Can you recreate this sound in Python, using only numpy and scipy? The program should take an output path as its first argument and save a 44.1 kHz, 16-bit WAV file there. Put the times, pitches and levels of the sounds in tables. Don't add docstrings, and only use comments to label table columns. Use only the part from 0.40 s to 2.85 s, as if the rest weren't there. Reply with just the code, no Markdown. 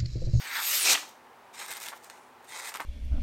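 import sys
import numpy as np
from scipy import signal
from scipy.fft import rfft, irfft, next_fast_len
from scipy.io import wavfile
from scipy.ndimage import uniform_filter1d, map_coordinates

SR = 44100
rng = np.random.default_rng(int(sys.argv[2]) if len(sys.argv) > 2 else 0)


def transcribe(signal):
    frames = np.atleast_2d(signal).T
    limited = np.clip(frames, -1, 1)
    pcm = np.round(limited * 32767).astype(np.int16)
    wavfile.write(sys.argv[1], SR, pcm)


N = 108045
TIME_S = np.arange(N) / SR
FIBRES_PER_S, SLICE_SPREAD_DB, STROKE_SPREAD_DB = 9000, 3, 6


def amp(db):
    return 10 ** (np.asarray(db) / 20)


def unit(x):
    return x / np.sqrt(np.mean(x ** 2) + 1e-20)


def along(points, hz):
    f, v = np.transpose(points)
    return np.interp(np.log(hz + 1), np.log(f + 1), v)


def level(rows):
    rows = np.array(rows)
    start_s, start_db = rows[0, 0], rows[0, -1]
    before_db = start_db if start_s < .05 else -120
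    return amp(np.interp(TIME_S, rows[:, 0], rows[:, -1], left=before_db, right=-120))


def filtered(x, response):
    size = next_fast_len(N + SR // 2)
    hz = np.fft.rfftfreq(size, 1 / SR)
    return irfft(rfft(x, size) * response(hz), size)[..., :N]


def impulse(colour, size=1024):
    hz = np.fft.rfftfreq(size, 1 / SR)
    cepstrum = irfft(np.log(amp(along(colour, hz))))
    cepstrum[1:size // 2] *= 2
    cepstrum[size // 2 + 1:] = 0
    return irfft(np.exp(rfft(cepstrum)))


def coloured(x, colour):
    return signal.fftconvolve(x, impulse(colour))[:N]


def fibres(spread_db, clump_db):
    knots = TIME_S * 300
    clumps = map_coordinates(rng.standard_normal(int(knots[-1]) + 4), [knots])
    spread = np.clip(rng.standard_normal(N), -2, 2)
    sizes = amp(spread_db * spread + clump_db * clumps)
    snapped = rng.random(N) < FIBRES_PER_S / SR
    return unit(snapped * sizes * rng.choice([-1, 1], N))


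def gritty(fine):
    coarse_per_s, coarse_share = 400, .26
    coarse = (rng.random(N) < coarse_per_s / SR) * rng.uniform(-1, 1, N)
    return np.sqrt(1 - coarse_share) * fine + np.sqrt(coarse_share) * unit(coarse)


def flexing(x):
    flex_db = 2.6
    z = signal.stft(x, nperseg=512)[2]
    field = uniform_filter1d(rng.standard_normal(z.shape), size=3, axis=0)
    field = uniform_filter1d(field, size=8, axis=1)
    return unit(signal.istft(z * amp(flex_db * unit(field)), nperseg=512)[1][:N])


def resonate(x, hz, width_hz):
    turn = np.exp(2j * np.pi * np.cumsum(hz * np.ones(N)) / SR)
    b, a = signal.butter(3, width_hz / SR)
    at_zero_hz = signal.lfilter(b, a, np.gradient(x) / turn)
    return unit((at_zero_hz * turn).real)


def glide(rows, width_hz):
    s, hz, _ = np.transpose(rows)
    stream = fibres(2, clump_db=0)
    return level(rows) * resonate(stream, np.interp(TIME_S, s, hz), width_hz)


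def long_slice():
    # t/s, level/dB
    hiss_level = [(0, -45), (.11, -41.5), (.17, -34), (.21, -36.5), (.24, -33), (.29, -30), (.35, -27),
                  (.385, -30), (.42, -28.5), (.445, -32), (.47, -44), (.56, -63)]
    # f/Hz, gain/dB
    slow_colour = [(40, -54), (130, -30), (400, -23), (900, 1), (2700, 3.5), (3050, 0), (3500, 5),
                   (4100, 3.5), (4650, 4.5), (5400, -2), (7500, -2), (8500, -1), (9400, -3.5), (10000, -18),
                   (11500, -16.5), (12500, -0.5), (14000, -6.5), (16000, -11)]
    fast_colour = [(40, -49), (130, -32), (400, -16.5), (900, -14.5), (2000, 0), (3500, -1.5), (6000, -1),
                   (9200, 0), (10300, -10.5), (11400, -3.5), (12800, -7), (14300, -7), (16000, -11)]
    # t/s, f/Hz, level/dB
    low_glide = [(0, 1950, -53.5), (.05, 1900, -47.5), (.11, 1800, -43), (.15, 1750, -38),
                 (.18, 1500, -35.5), (.22, 1180, -40.5), (.25, 1060, -55)]
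    mid_glide = [(.1, 13200, -61), (.2, 12700, -41.5), (.28, 12700, -32.5), (.33, 12600, -38),
                 (.375, 12500, -37), (.44, 12700, -47.5)]
    high_glide = [(.305, 16000, -48), (.333, 15200, -39), (.36, 13100, -32), (.385, 12100, -39),
                  (.398, 9400, -41), (.425, 9200, -36.5), (.44, 8400, -29), (.449, 7500, -51),
                  (.458, 6000, -38), (.48, 5700, -28.5)]
    # t/s, f/Hz, level/dB
    ring_glide = [(.39, 2580, -48), (.465, 2420, -33), (.485, 2430, -28), (.515, 2380, -32),
                  (.535, 2330, -51)]

    speed = np.interp(TIME_S, [0.19, 0.313], [0, 1])
    slow = flexing(coloured(gritty(fibres(SLICE_SPREAD_DB, clump_db=-0.2)), slow_colour))
    fast = flexing(coloured(fibres(SLICE_SPREAD_DB, clump_db=1.0), fast_colour))
    hiss = level(hiss_level) * (np.sqrt(1 - speed) * slow + np.sqrt(speed) * fast)
    low = glide(low_glide, width_hz=990)
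    mid = glide(mid_glide, width_hz=1700)
    high = glide(high_glide, width_hz=1300)
    ring = glide(ring_glide, width_hz=470)
    return hiss + low + mid + high + ring


def rip():
    # t/s, level/dB
    tear_level = [(.41, -44.5), (.455, -24.5), (.48, -25), (.5, -21), (.512, -21), (.533, -19.5),
                  (.537, -28), (.541, -25), (.55, -36)]
    # f/Hz, gain/dB
    tear_colour = [(50, -47), (150, -22.5), (280, -10), (900, -3.5), (1700, -3), (2800, 0.5), (5500, 3),
                   (8800, -0.5), (10500, -13), (13000, -4.5), (14500, -11.5), (16000, -20)]
    # f/Hz, width/Hz, level re tear/dB
    sheet_rings = [(4000, 360, -13), (5700, 320, -14)]
    # t/s, f/Hz, level/dB
    flick_glide = [(.546, 2070, -35.5), (.552, 2500, -23), (.556, 2830, -25.5), (.562, 2880, -42)]

    tear = unit(coloured(fibres(SLICE_SPREAD_DB, clump_db=0.2), tear_colour))
    rings = np.zeros(N)
    for hz, width_hz, db in sheet_rings:
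        rings += amp(db) * resonate(fibres(SLICE_SPREAD_DB, clump_db=-2.5), hz, width_hz)
    return level(tear_level) * (tear + rings) + glide(flick_glide, width_hz=1700)


def strokes():
    # start/s, end/s, scratch level/dB, rise/s, fizz level/dB
    cuts = [(.679, 0.695, -69, .004, -51), (1.127, 1.173, -49, 0.0147, -66),
            (1.174, 1.227, -41, 0.024, -54), (1.233, 1.292, -48, 0.012, -55.5),
            (1.276, 1.328, -41.5, 0.037, -44), (1.343, 1.379, -45.5, 0.012, -52),
            (1.398, 1.436, -45, 0.013, -43), (1.439, 1.494, -43.5, 0.024, -50.5),
            (1.55, 1.569, -67, .005, -54.5), (1.622, 1.661, -59, 0.025, -56),
            (1.699, 1.704, -49.5, 0.0018, -73), (1.721, 1.781, -62, .01, -75),
            (2.02, 2.103, -68, 0.021, -64.5), (2.066, 2.206, -41.5, 0.095, -56),
            (2.204, 2.297, -41, 0.037, -50), (2.339, 2.351, -39.5, 0.0027, -57),
            (2.4, 2.421, -49.5, 0.0045, -67)]
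    # f/Hz, gain/dB
    scratch_colour = [(40, -34), (120, -19.5), (350, -10), (900, 3), (2200, 5), (3000, -3), (6000, -2),
                      (9200, 0.5), (10100, -15), (11500, -15), (13300, -10), (16000, -27)]
    fizz_colour = [(500, -23), (3000, -2), (7000, 0.5), (9000, 0), (10300, -7), (12500, 0), (13600, -2.5),
                   (16000, -9)]
    # f/Hz, width/Hz, level re scratch/dB
    sheet_rasp = [(924, 216, -13), (2080, 180, -13.5), (3800, 540, -13)]
    release_s = .012

    push, edge = np.zeros(N), np.zeros(N)
    for start_s, end_s, db, rise_s, fizz_db in cuts:
        rise = np.clip((TIME_S - start_s) / rise_s, 0, 1)
        shape = rise * np.exp(-np.maximum(TIME_S - end_s, 0) / release_s)
        push += amp(db) * shape
        edge += amp(fizz_db) * shape
    scratch = flexing(coloured(gritty(fibres(STROKE_SPREAD_DB, clump_db=2.0)), scratch_colour))
    rasp = np.zeros(N)
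    for hz, width_hz, db in sheet_rasp:
        rasp += amp(db) * resonate(fibres(STROKE_SPREAD_DB, clump_db=1), hz, width_hz)
    fizz = unit(coloured(fibres(STROKE_SPREAD_DB, clump_db=5.5), fizz_colour))
    return push * (scratch + rasp) + edge * fizz


def snaps():
    # t/s, level before colour/dB
    ticks = [(0.4976, -12), (0.5398, -20.5), (1.157, -35), (1.2625, -27.5), (1.306, -25.5), (1.315, -25.5),
             (1.337, -28), (1.3693, -21.5), (1.438, -24.5), (1.465, -24), (1.4856, -21.5), (1.6998, -27.5),
             (2.046, -42), (2.1335, -37), (2.1854, -32), (2.26, -43), (2.285, -38), (2.342, -27),
             (2.3572, -23.5), (2.361, -33.5), (2.372, -26.5), (2.4035, -26.5)]
    # f/Hz, gain/dB
    tick_colour = [(200, -6), (1200, 3.5), (2500, 9), (9000, 3.5), (10500, -1), (13000, 9.5), (16000, -16)]

    out, t = np.zeros(N + SR), np.arange(SR // 20) / SR
    for s, db in ticks:
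        tick = 0.2 * rng.standard_normal(len(t)) * np.exp(-t / 0.0012)
        tick[0] = 1
        out[round(s * SR):][:len(t)] += amp(db) * tick
    return coloured(out[:N], tick_colour)


def buckles():
    # t/s, level/dB, decay/s, upper edge/Hz
    pops = [(0.5429, -28, 0.0032, 2500), (0.5504, -25, 0.0061, 2880), (.574, -35, 0.013, 2680),
            (.624, -40.5, 0.011, 1670), (1.215, -41.5, 0.011, 1800), (1.519, -41.5, 0.011, 1750),
            (1.527, -37, 0.011, 1750), (2.319, -40.5, 0.0047, 2420), (2.3406, -38.5, 0.0025, 3500),
            (2.3493, -32, 0.0026, 2540), (2.3595, -34.5, 0.0035, 3000), (2.3705, -38, .003, 3000),
            (2.3983, -30.5, 0.0077, 1900), (2.4082, -31, 0.005, 2200), (2.417, -32, 0.0021, 1380)]
    low_hz, body_hz = 724, 301
    crisp_db, body_db = -20, -23

    out, t = np.zeros(N + SR), np.arange(SR // 10) / SR
    crisp_sos = signal.butter(2, low_hz, 'high', fs=SR, output='sos')
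    for s, db, decay_s, edge_hz in pops:
        noise = rng.standard_normal(len(t))
        high_hz = np.clip(edge_hz, low_hz + 100, SR / 2 - 100)
        band_sos = signal.butter(2, [low_hz, high_hz], 'band', fs=SR, output='sos')
        push = amp(db) * np.exp(-t / decay_s) * noise
        pop = signal.sosfilt(band_sos, push) / signal.sosfilt(band_sos, noise).std()
        crisp = amp(crisp_db) * signal.sosfilt(crisp_sos, push)
        swell = t / decay_s * np.exp(1 - t / decay_s)
        thump = amp(db + body_db) * swell * np.sin(2 * np.pi * body_hz * t)
        out[round(s * SR):][:len(t)] += pop + crisp + thump
    return out[:N]


def kinks():
    # t/s, level before damping and high-pass/dB, f/Hz
    clicks = [(0.5737, -33, 1700), (1.6998, -28.5, 1740), (2.3501, -21, 1190), (2.3572, -22, 1710),
              (2.3668, -31, 1700), (2.4034, -19.5, 1150), (2.4089, -23, 1390)]
    decay_cycles, low_hz = 0.63, 520

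    out, t = np.zeros(N + SR), np.arange(SR // 50) / SR
    for s, db, hz in clicks:
        swing = np.sin(2 * np.pi * hz * t) * np.exp(-t * hz / decay_cycles)
        out[round(s * SR):][:len(t)] += amp(db) * swing
    return signal.sosfilt(signal.butter(2, low_hz, 'high', fs=SR, output='sos'), out[:N])


def blade_slide():
    # t/s, f/Hz, level/dB
    slide_glide = [(1.6, 6860, -73), (1.655, 6770, -63), (1.72, 7200, -73), (1.8, 7950, -70),
                   (1.87, 8060, -72), (1.93, 8300, -88)]
    return glide(slide_glide, width_hz=4400)


def near_echoes(x):
    # delay/s, level/dB
    surfaces = [(.0023, -26), (.0052, -24.5), (.0087, -15)]

    def reflections(hz):
        return sum(amp(db) * np.exp(-2j * np.pi * hz * delay_s) for delay_s, db in surfaces)
    return filtered(x, reflections)


def workshop(x):
    # f/Hz, T60/s
    room_t60 = [(200, 0.28), (1400, 0.32), (4000, 0.36), (10000, .34), (16000, 0.3)]
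    wall_delay_s = 0.0024

    hz, t, z = signal.stft(rng.standard_normal(SR // 2), SR, nperseg=256)
    decay = amp(-60 * t / along(room_t60, hz)[:, None])
    tail = signal.istft(z * decay, SR, nperseg=256)[1]
    tail *= np.clip(np.arange(len(tail)) / SR / wall_delay_s - 1, 0, 1)
    return signal.fftconvolve(x, tail / np.linalg.norm(tail))[:N]


def room_air():
    # f/Hz, gain/dB
    air_colour = [(20, -51), (50, -22), (75, -21.5), (115, -15), (150, -19), (190, -17.5), (240, -6.5),
                  (290, -14.5), (370, -8), (640, -8.5), (850, -1.5), (1200, -8), (2000, -14), (3200, -22.5),
                  (6000, -29.5), (11000, -33.5), (15500, -33)]
    air_db = -54
    return amp(air_db) * unit(filtered(rng.standard_normal(N), lambda hz: amp(along(air_colour, hz))))


def spread(mid):
    # f/Hz, side over mid/dB
    side_width = [(100, -19), (1000, -56), (3000, -80), (5000, -57), (8000, -24), (13000, -17.5)]
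    # f/Hz, phase/rad
    left_lead = [(3500, 0), (6000, -.04), (8500, -.19), (10300, -.08), (13000, -.4), (16000, -.22)]

    side = filtered(workshop(mid), lambda hz: amp(along(side_width, hz)))
    pair = np.array([mid + side, mid - side])
    return filtered(pair, lambda hz: np.exp(np.outer([.5j, -.5j], along(left_lead, hz))))


def scene():
    room_db = -10
    paper = long_slice() + rip() + strokes() + snaps() + buckles() + kinks() + blade_slide()
    mid = paper + near_echoes(paper) + amp(room_db) * workshop(paper) + room_air()
    return spread(mid)


def record(dry):
    top_hz = 15950
    return filtered(dry, lambda hz: hz < top_hz)


dry = scene()
out = record(dry)
transcribe(out)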